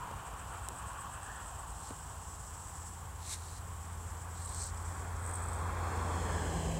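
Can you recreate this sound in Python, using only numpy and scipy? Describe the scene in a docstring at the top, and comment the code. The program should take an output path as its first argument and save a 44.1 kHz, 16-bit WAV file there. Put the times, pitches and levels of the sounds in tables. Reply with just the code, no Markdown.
"""A muddy shore near a road, with far traffic rumbling and insects shimmering faintly throughout.
At first a car drives off while a grasshopper rasps with its legs, among soft bumps and a few ticks.
Then a sleeve swishes now and then, and the grasshopper adds four longer strokes. Another car draws
near and is loudest at the end, its exhaust droning, its tyre noise hollowed by the ground reflection.
All of it reaches a small microphone that rings near 8 kHz."""
import sys
import numpy as np
from scipy import signal
from scipy.fft import rfft, irfft
from scipy.io import wavfile
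from scipy.ndimage import map_coordinates

SR = 44100
rng = np.random.default_rng(int(sys.argv[2]) if len(sys.argv) > 2 else 0)


def transcribe(u):
    """Save the signal u as a 16-bit wav file named by the first command-line argument.

    u: samples, shape (n,) or (channels, n), limited to [-1, 1]; the rate is SR.
    q: integer samples, one column per channel.
    """
    v = np.clip(np.atleast_2d(u).T, -1, 1)
    q = np.round(v * 32767).astype(np.int16)
    wavfile.write(sys.argv[1], SR, q)


N = 299439
TIME = np.arange(N) / SR


def from_db(db):
    """Decibels to gain."""
    return 10 ** (np.asarray(db) / 20)


def unit_power(x):
    """Scale to unit power."""
    return x / np.sqrt(np.mean(x ** 2) + 1e-20)


def curve(rows):
    """Join (seconds, value) points with straight lines, at every sample."""
    return np.interp(TIME, *np.transpose(rows))


def since(s):
    """Seconds gone by after a moment, zero before it."""
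    return np.maximum(TIME - s, 0)


def swell(peak_s, length_s):
    """A smooth rise and fall of height 1 around a moment."""
    return np.exp(-(2 * (TIME - peak_s) / length_s) ** 2)


def drift(rate_hz):
    """Slow random wander of spread 1."""
    hz = np.fft.rfftfreq(N, 1 / SR)
    return unit_power(irfft(rfft(rng.standard_normal(N)) / (1 + (hz / rate_hz) ** 4), N))


def flutter(depth_db, rate_hz):
    """A gain that wavers at random."""
    return from_db(depth_db * drift(rate_hz))


def noise(colour):
    """Noise of unit power with the given colour, falling steeply past both ends."""
    hz = np.fft.rfftfreq(N, 1 / SR) + 1e-3
    points_hz, level_db = np.transpose(colour)
    gain = from_db(np.interp(np.log(hz), np.log(points_hz), level_db))
    gain *= np.minimum(1, hz / points_hz[0]) ** 2 * np.minimum(1, points_hz[-1] / hz) ** 2
    return unit_power(irfft(rfft(rng.standard_normal(N)) * gain, N))


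def sliding_noise(colour, ratio):
    """Noise whose peaks and notches slide by a ratio, as a changing ground reflection makes them."""
    position = np.cumsum(ratio) % (N - 1)
    return map_coordinates(noise(colour), [position], order=3, mode="wrap")


def passing(loudest_s, half_width_s, db, loss_db):
    """Gain of a source driving by on a straight road, losing loss_db per tenfold distance."""
    distance = np.hypot(1, (TIME - loudest_s) / half_width_s)
    return from_db(db - loss_db * np.log10(distance))


def notch(x, centre_hz, depth, width_hz):
    """Cancel a share of the band around a moving centre."""
    carrier = np.exp(2j * np.pi * np.cumsum(centre_hz) / SR)
    band = signal.sosfiltfilt(signal.butter(1, width_hz / 2, fs=SR, output="sos"), x / carrier)
    return x - np.clip(depth, 0, 1) * 2 * np.real(band * carrier)


# A nearly flat hiss. Each row: frequency in Hz, relative level in dB.
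HISS_COLOUR = [(500, -2), (2000, -3), (3200, -5), (4500, -8), (6000, -7), (7200, -4), (8200, -6),
               (10000, -4.5), (13000, -5.5), (15700, -6.5)]

def noise_floor(whine_hz=15000):
    """A steady faint hiss and the thin whine of the camera."""
    hiss = from_db(-62.8) * noise(HISS_COLOUR) * flutter(depth_db=.45, rate_hz=50)
    whine = from_db(-88) * np.sin(2 * np.pi * whine_hz * TIME)
    return hiss + whine


# The ebb and flow of the far insects. Each row: time in seconds, level in dB.
CHORUS_LEVEL = [(0, -70.5), (1.8, -64), (2.85, -60), (3.1, -69.5), (4.9, -62.5), (5.7, -77), (6.5, -64.5)]
# Their high sheen. Each row: frequency in Hz, relative level in dB.
CHORUS_COLOUR = [(3000, -28), (5500, -5), (6600, -7), (7300, -1.5), (8000, -1), (8800, -8.5), (9700, -8),
                 (11000, -21), (14000, -22)]

def insect_chorus():
    """Many far insects blur into one shimmering band."""
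    return from_db(curve(CHORUS_LEVEL)) * noise(CHORUS_COLOUR) * flutter(depth_db=2.14, rate_hz=39)


# A thin, dry rasp. Each row: frequency in Hz, relative level in dB.
RASP_COLOUR = [(6000, -16), (7400, -7.5), (8100, 3), (8600, -1), (9100, -5), (9800, -12), (12000, -17),
               (15000, -22)]
# The longer single strokes. Each row: peak time in seconds, length in seconds, level in dB.
LONG_STROKES = [(4.474, 0.13, -57.5), (4.616, 0.13, -54.5), (5.28, 0.15, -62.5), (5.455, 0.33, -61.5)]

def grasshopper(gap_s=.1285, gap_shrink_s=.0016, stroke_s=.058, tooth_hz=130):
    """Each chirp is one leg stroke; the opening run quickens a little and swells towards its middle."""
    stroke = np.arange(15)
    times = .272 + stroke * (gap_s - gap_shrink_s * stroke / 2)
    run = [(s, stroke_s, -62.5 - 3.5 * abs(s - 1.17)) for s in times]
    envelope = sum(from_db(db) * swell(s, length) for s, length, db in run + LONG_STROKES)
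    return envelope * noise(RASP_COLOUR) * flutter(depth_db=3.5, rate_hz=tooth_hz)


# Soft knocks. Each row: start in seconds, level in dB, decay in seconds.
BUMPS = [(0.113, -46.5, .012), (.687, -49.5, 0.05), (1.907, -41, 0.0073)]
# Their muffled thud. Each row: frequency in Hz, relative level in dB.
BUMP_COLOUR = [(120, -4), (230, -0.5), (380, -6.5), (560, -5.5), (900, -16), (2000, -31)]

def bumps():
    """Dull, quickly damped knocks on the camera body."""
    envelope = sum(from_db(db) * (TIME > s) * np.exp(-since(s) / decay) for s, db, decay in BUMPS)
    return envelope * noise(BUMP_COLOUR)


# Sharp little clicks. Each row: start in seconds, strength of the contact in dB.
TICKS = [(0.687, -30.5), (.733, -54), (.933, -46), (3.585, -50), (4.547, -38)]
# Their bright ring. Each row: frequency in Hz, relative level in dB, seconds to fall by 60 dB.
TICK_MODES = [(4060, -13, 0.0037), (5680, -11, 0.0068), (7700, -6, 0.0018), (8660, 0, 0.0021),
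              (10600, -3, 0.0015)]

def ticks():
    """Tiny hard contacts, each dead within a few milliseconds."""
    age = TIME[:SR // 50]
    ring = sum(from_db(db - 60 * age / t60) * np.sin(2 * np.pi * hz * age) for hz, db, t60 in TICK_MODES)
    contacts = np.zeros(N)
    for s, db in TICKS:
        contacts[round(s * SR)] = from_db(db)
    return signal.fftconvolve(contacts, ring)[:N]


# Crisp cloth friction. Each row: frequency in Hz, relative level in dB.
CLOTH_COLOUR = [(1200, -6), (2200, -1), (3000, -8), (4100, 4.5), (4800, -2), (5600, -1), (7500, -3.5),
                (9000, -4), (11000, -7), (15000, -15)]
# Sleeve strokes. Each row: start, fastest moment and end in seconds, gain in dB,
# rise and fade in seconds, low and high band edge in Hz.
SWISHES = [(1.72, 1.875, 1.95, -56.5, 0.062, 0.043, 3900, 11000),
           (3.18, 3.338, 3.375, -43.5, 0.06, 0.015, 1500, 13500),
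           (3.35, 3.48, 3.6, -59, .8, .8, 3400, 11000), (4.346, 4.5, 4.7, -58.5, 0.35, 0.73, 3300, 9200),
           (4.524, 4.625, 4.71, -47, 0.066, 0.069, 4270, 8100)]

def sleeve(edge_s=.0084):
    """Cloth slides faster, then stops; the weave catches and makes the hiss grainy."""
    out = np.zeros(N)
    for start, fastest, end, db, rise, fade, low_hz, high_hz in SWISHES:
        speed = np.exp(-np.maximum((fastest - TIME) / rise, (TIME - fastest) / fade))
        contact = np.clip(np.minimum(TIME - start, end - TIME) / edge_s, 0, 1)
        band = signal.butter(3, [low_hz, high_hz], "band", fs=SR, output="sos")
        friction = signal.sosfilt(band, noise(CLOTH_COLOUR))
        out += from_db(db) * speed * contact * friction
    return out * flutter(depth_db=1.5, rate_hz=370)


# The road bed: deep rumble, body roar and tyre hum. Each row: frequency in Hz, relative level in dB.
RUMBLE_COLOUR = [(20, -15), (32, -20), (42, -7), (50, 3.5), (65, 4.5), (80, -3.5), (100, -1), (130, -7),
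                 (170, -12.5), (230, -22.5), (400, -29)]
ROAR_COLOUR = [(70, -28), (120, -2.5), (180, 1.5), (250, 1), (340, -0.5), (470, 2.5), (640, -2.5), (820, 0),
               (1100, -11.5), (1500, -14)]
HUM_COLOUR = [(350, -24), (580, -12.5), (740, -2.5), (900, -0.5), (1100, 1), (1250, -5), (1500, -8.5),
              (1750, -12), (2200, -21), (3150, -17.5), (3700, -25.5), (4200, -28.5), (4700, -30),
              (5200, -34), (8000, -40.5)]
LEAVE_S = 1.42   # the leaving car's tyres hold their level until here

def traffic():
    """The far road and both cars add up to rumble, roar and hum, wavering in the moving air."""
    def layer(colour, far_db, leaving_db, nearing):
        power = from_db(far_db) ** 2 + from_db(leaving_db) ** 2 + nearing ** 2
        return np.sqrt(power) * noise(colour)

    low_fade_db, hum_fade_db = 3 * TIME, 5.5 * since(LEAVE_S)
    # Each part of the nearing car beams at the shore at its own moment.
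    rumble = layer(RUMBLE_COLOUR, far_db=-54.5, leaving_db=-48 - low_fade_db,
                   nearing=passing(7, 1.4, db=-41.5, loss_db=23))
    roar = layer(ROAR_COLOUR, far_db=-65, leaving_db=-58.5 - low_fade_db,
                 nearing=passing(6.5, .7, db=-41.5, loss_db=36))
    hum = layer(HUM_COLOUR, far_db=-56.5, leaving_db=-49.5 - hum_fade_db,
                nearing=passing(6, .6654, db=-43, loss_db=25))
    return rumble * flutter(depth_db=.5, rate_hz=6.4) + roar + hum * flutter(depth_db=.6, rate_hz=11.5)


# The leaving car's tread noise. Each row: frequency in Hz, relative level in dB.
LEAVING_TREAD_COLOUR = [(350, -30), (520, -3), (750, -30), (1100, 0), (1350, 5), (1700, 0), (2150, -10),
                        (2550, -6), (2900, -10), (3200, -11), (3700, -38)]

def leaving_tyres(climb_per_s=.08, fade_db_per_s=48):
    """The tyre colour climbs as the car draws off; the level holds, then fades."""
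    tread = sliding_noise(LEAVING_TREAD_COLOUR, ratio=.94 + climb_per_s * TIME)
    level_db = -55 - fade_db_per_s * since(LEAVE_S)
    return from_db(level_db) * tread * flutter(depth_db=2.5, rate_hz=13)


# Singing patches of road. Each row: peak time and length in seconds, level in dB,
# centre in Hz, glide in Hz per second.
TYRE_SONGS = [(0.032, 0.31, -47, 1000, 92), (0.983, 0.35, -49, 1080, 99), (1.311, 0.24, -53, 1720, 1000),
              (5.48, 0.75, -53, 1225, -400), (6.029, 0.8, -47.5, 1057, -100),
              (6.408, 0.45, -50, 1680, -300)]

def tyre_song(width_hz=280):
    """Tyres sing over patches of road: narrow, almost pitched bands of noise that swell and glide."""
    band = drift(width_hz / 2) + 1j * drift(width_hz / 2)
    out = np.zeros(N)
    for s, length, db, centre_hz, glide in TYRE_SONGS:
        carrier = np.exp(2j * np.pi * np.cumsum(centre_hz + glide * (TIME - s)) / SR)
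        out += from_db(db) * swell(s, length) * np.real(band * carrier)
    return out


# The nearing car's tread noise and its fine spray of treble, combed by the ground reflection.
# Each row: frequency in Hz, relative level in dB.
NEARING_TREAD_COLOUR = [(700, -42), (1080, -2.5), (1250, 0.5), (1450, 2), (1700, -2.5), (2000, -5),
                        (2350, -7), (2700, -19), (3200, -51)]
SPRAY_COLOUR = [(2000, -3), (2650, 3), (2950, -0.5), (3200, 4.5), (3450, -2), (3780, -43), (4150, -0.5),
                (4620, -18), (5100, -4.5), (5750, -14), (6500, -6.5), (8000, -8.5), (11000, -23)]

def nearing_tyres(sink_from_s=6.1, sink_per_s=.08):
    """The tyres brighten as the air takes less treble; their colour sinks as the car draws level."""
    ratio = 1.025 - sink_per_s * since(sink_from_s)
    tread = passing(6, 1.09, db=-52, loss_db=37.5) * sliding_noise(NEARING_TREAD_COLOUR, ratio)
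    spray = passing(6.5, 1, db=-52, loss_db=76) * sliding_noise(SPRAY_COLOUR, ratio)
    return tread * flutter(depth_db=1.5, rate_hz=12) + spray


# The main hollow moves with the cars. Each row: time in seconds, centre in Hz.
NOTCH_PATH = [(0, 2060), (2.0, 2200), (4.8, 2800), (5.95, 3000), (6.79, 2330)]
# It deepens while one car stands out. Each row: peak time and length in seconds, depth from 0 to 1.
NOTCH_SPELLS = [(1.25, 2.1, 0.6), (5.7, 2.4, 0.86)]

def ground_reflection(road, low_hz=1360):
    """The wave off the mud cancels the direct one in a moving notch and a lower, steady one."""
    low_depth = .95 * swell(peak_s=6.8, length_s=.79)   # opens when the car is closest
    hollowed = notch(road, np.full(N, low_hz), low_depth, width_hz=260)
    main_depth = sum(depth * swell(s, length) for s, length, depth in NOTCH_SPELLS)
    return notch(hollowed, curve(NOTCH_PATH), main_depth, width_hz=570)


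# The pitch of the nearing car's engine. Each row: time in seconds, firing rate in Hz.
FIRING_RATE = [(0, 81.7), (2.1, 82.62), (5.4, 85.83), (6.25, 84.5), (6.79, 81.2)]

def exhaust(rise_db_per_s=2.5, fall_db_per_s=28, far_octave_db=-67.5):
    """From afar only the firing rate and its octave carry; the octave takes over as the car draws level."""
    phase = 2 * np.pi * np.cumsum(curve(FIRING_RATE)) / SR
    duck_db = rise_db_per_s * np.maximum(3.9 - TIME, 0) + fall_db_per_s * since(6.4)
    drone_gain = passing(6.5, 1.1, db=-38, loss_db=19) * from_db(-duck_db)
    octave_gain = np.hypot(from_db(far_octave_db), passing(6.75, .16, db=-37.5, loss_db=32))
    drone = drone_gain * np.sin(phase) * flutter(depth_db=.46, rate_hz=5.3)
    octave = octave_gain * np.sin(2 * phase) * flutter(depth_db=1.1, rate_hz=6.4)
    return np.sqrt(2) * (drone + octave)


def scene():
    """Hiss and insects at the back, small sounds up close, and the road over them, in mono."""
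    background = noise_floor() + insect_chorus() + grasshopper()
    close = bumps() + ticks() + sleeve()
    road = ground_reflection(traffic() + leaving_tyres() + tyre_song() + nearing_tyres())
    return (background + close + road + exhaust())[None]


def record(dry, port_hz=7960, port_width_hz=1480, port_gain=2.67, cutoff_hz=15800):
    """The cavity of the microphone port rings in the treble; the top is cut."""
    b, a = signal.iirpeak(port_hz, port_hz / port_width_hz, fs=SR)
    coloured = dry + port_gain * signal.lfilter(b, a, dry)
    return signal.sosfilt(signal.ellip(12, .1, 80, cutoff_hz, fs=SR, output="sos"), coloured)


dry = scene()
out = record(dry)
transcribe(out)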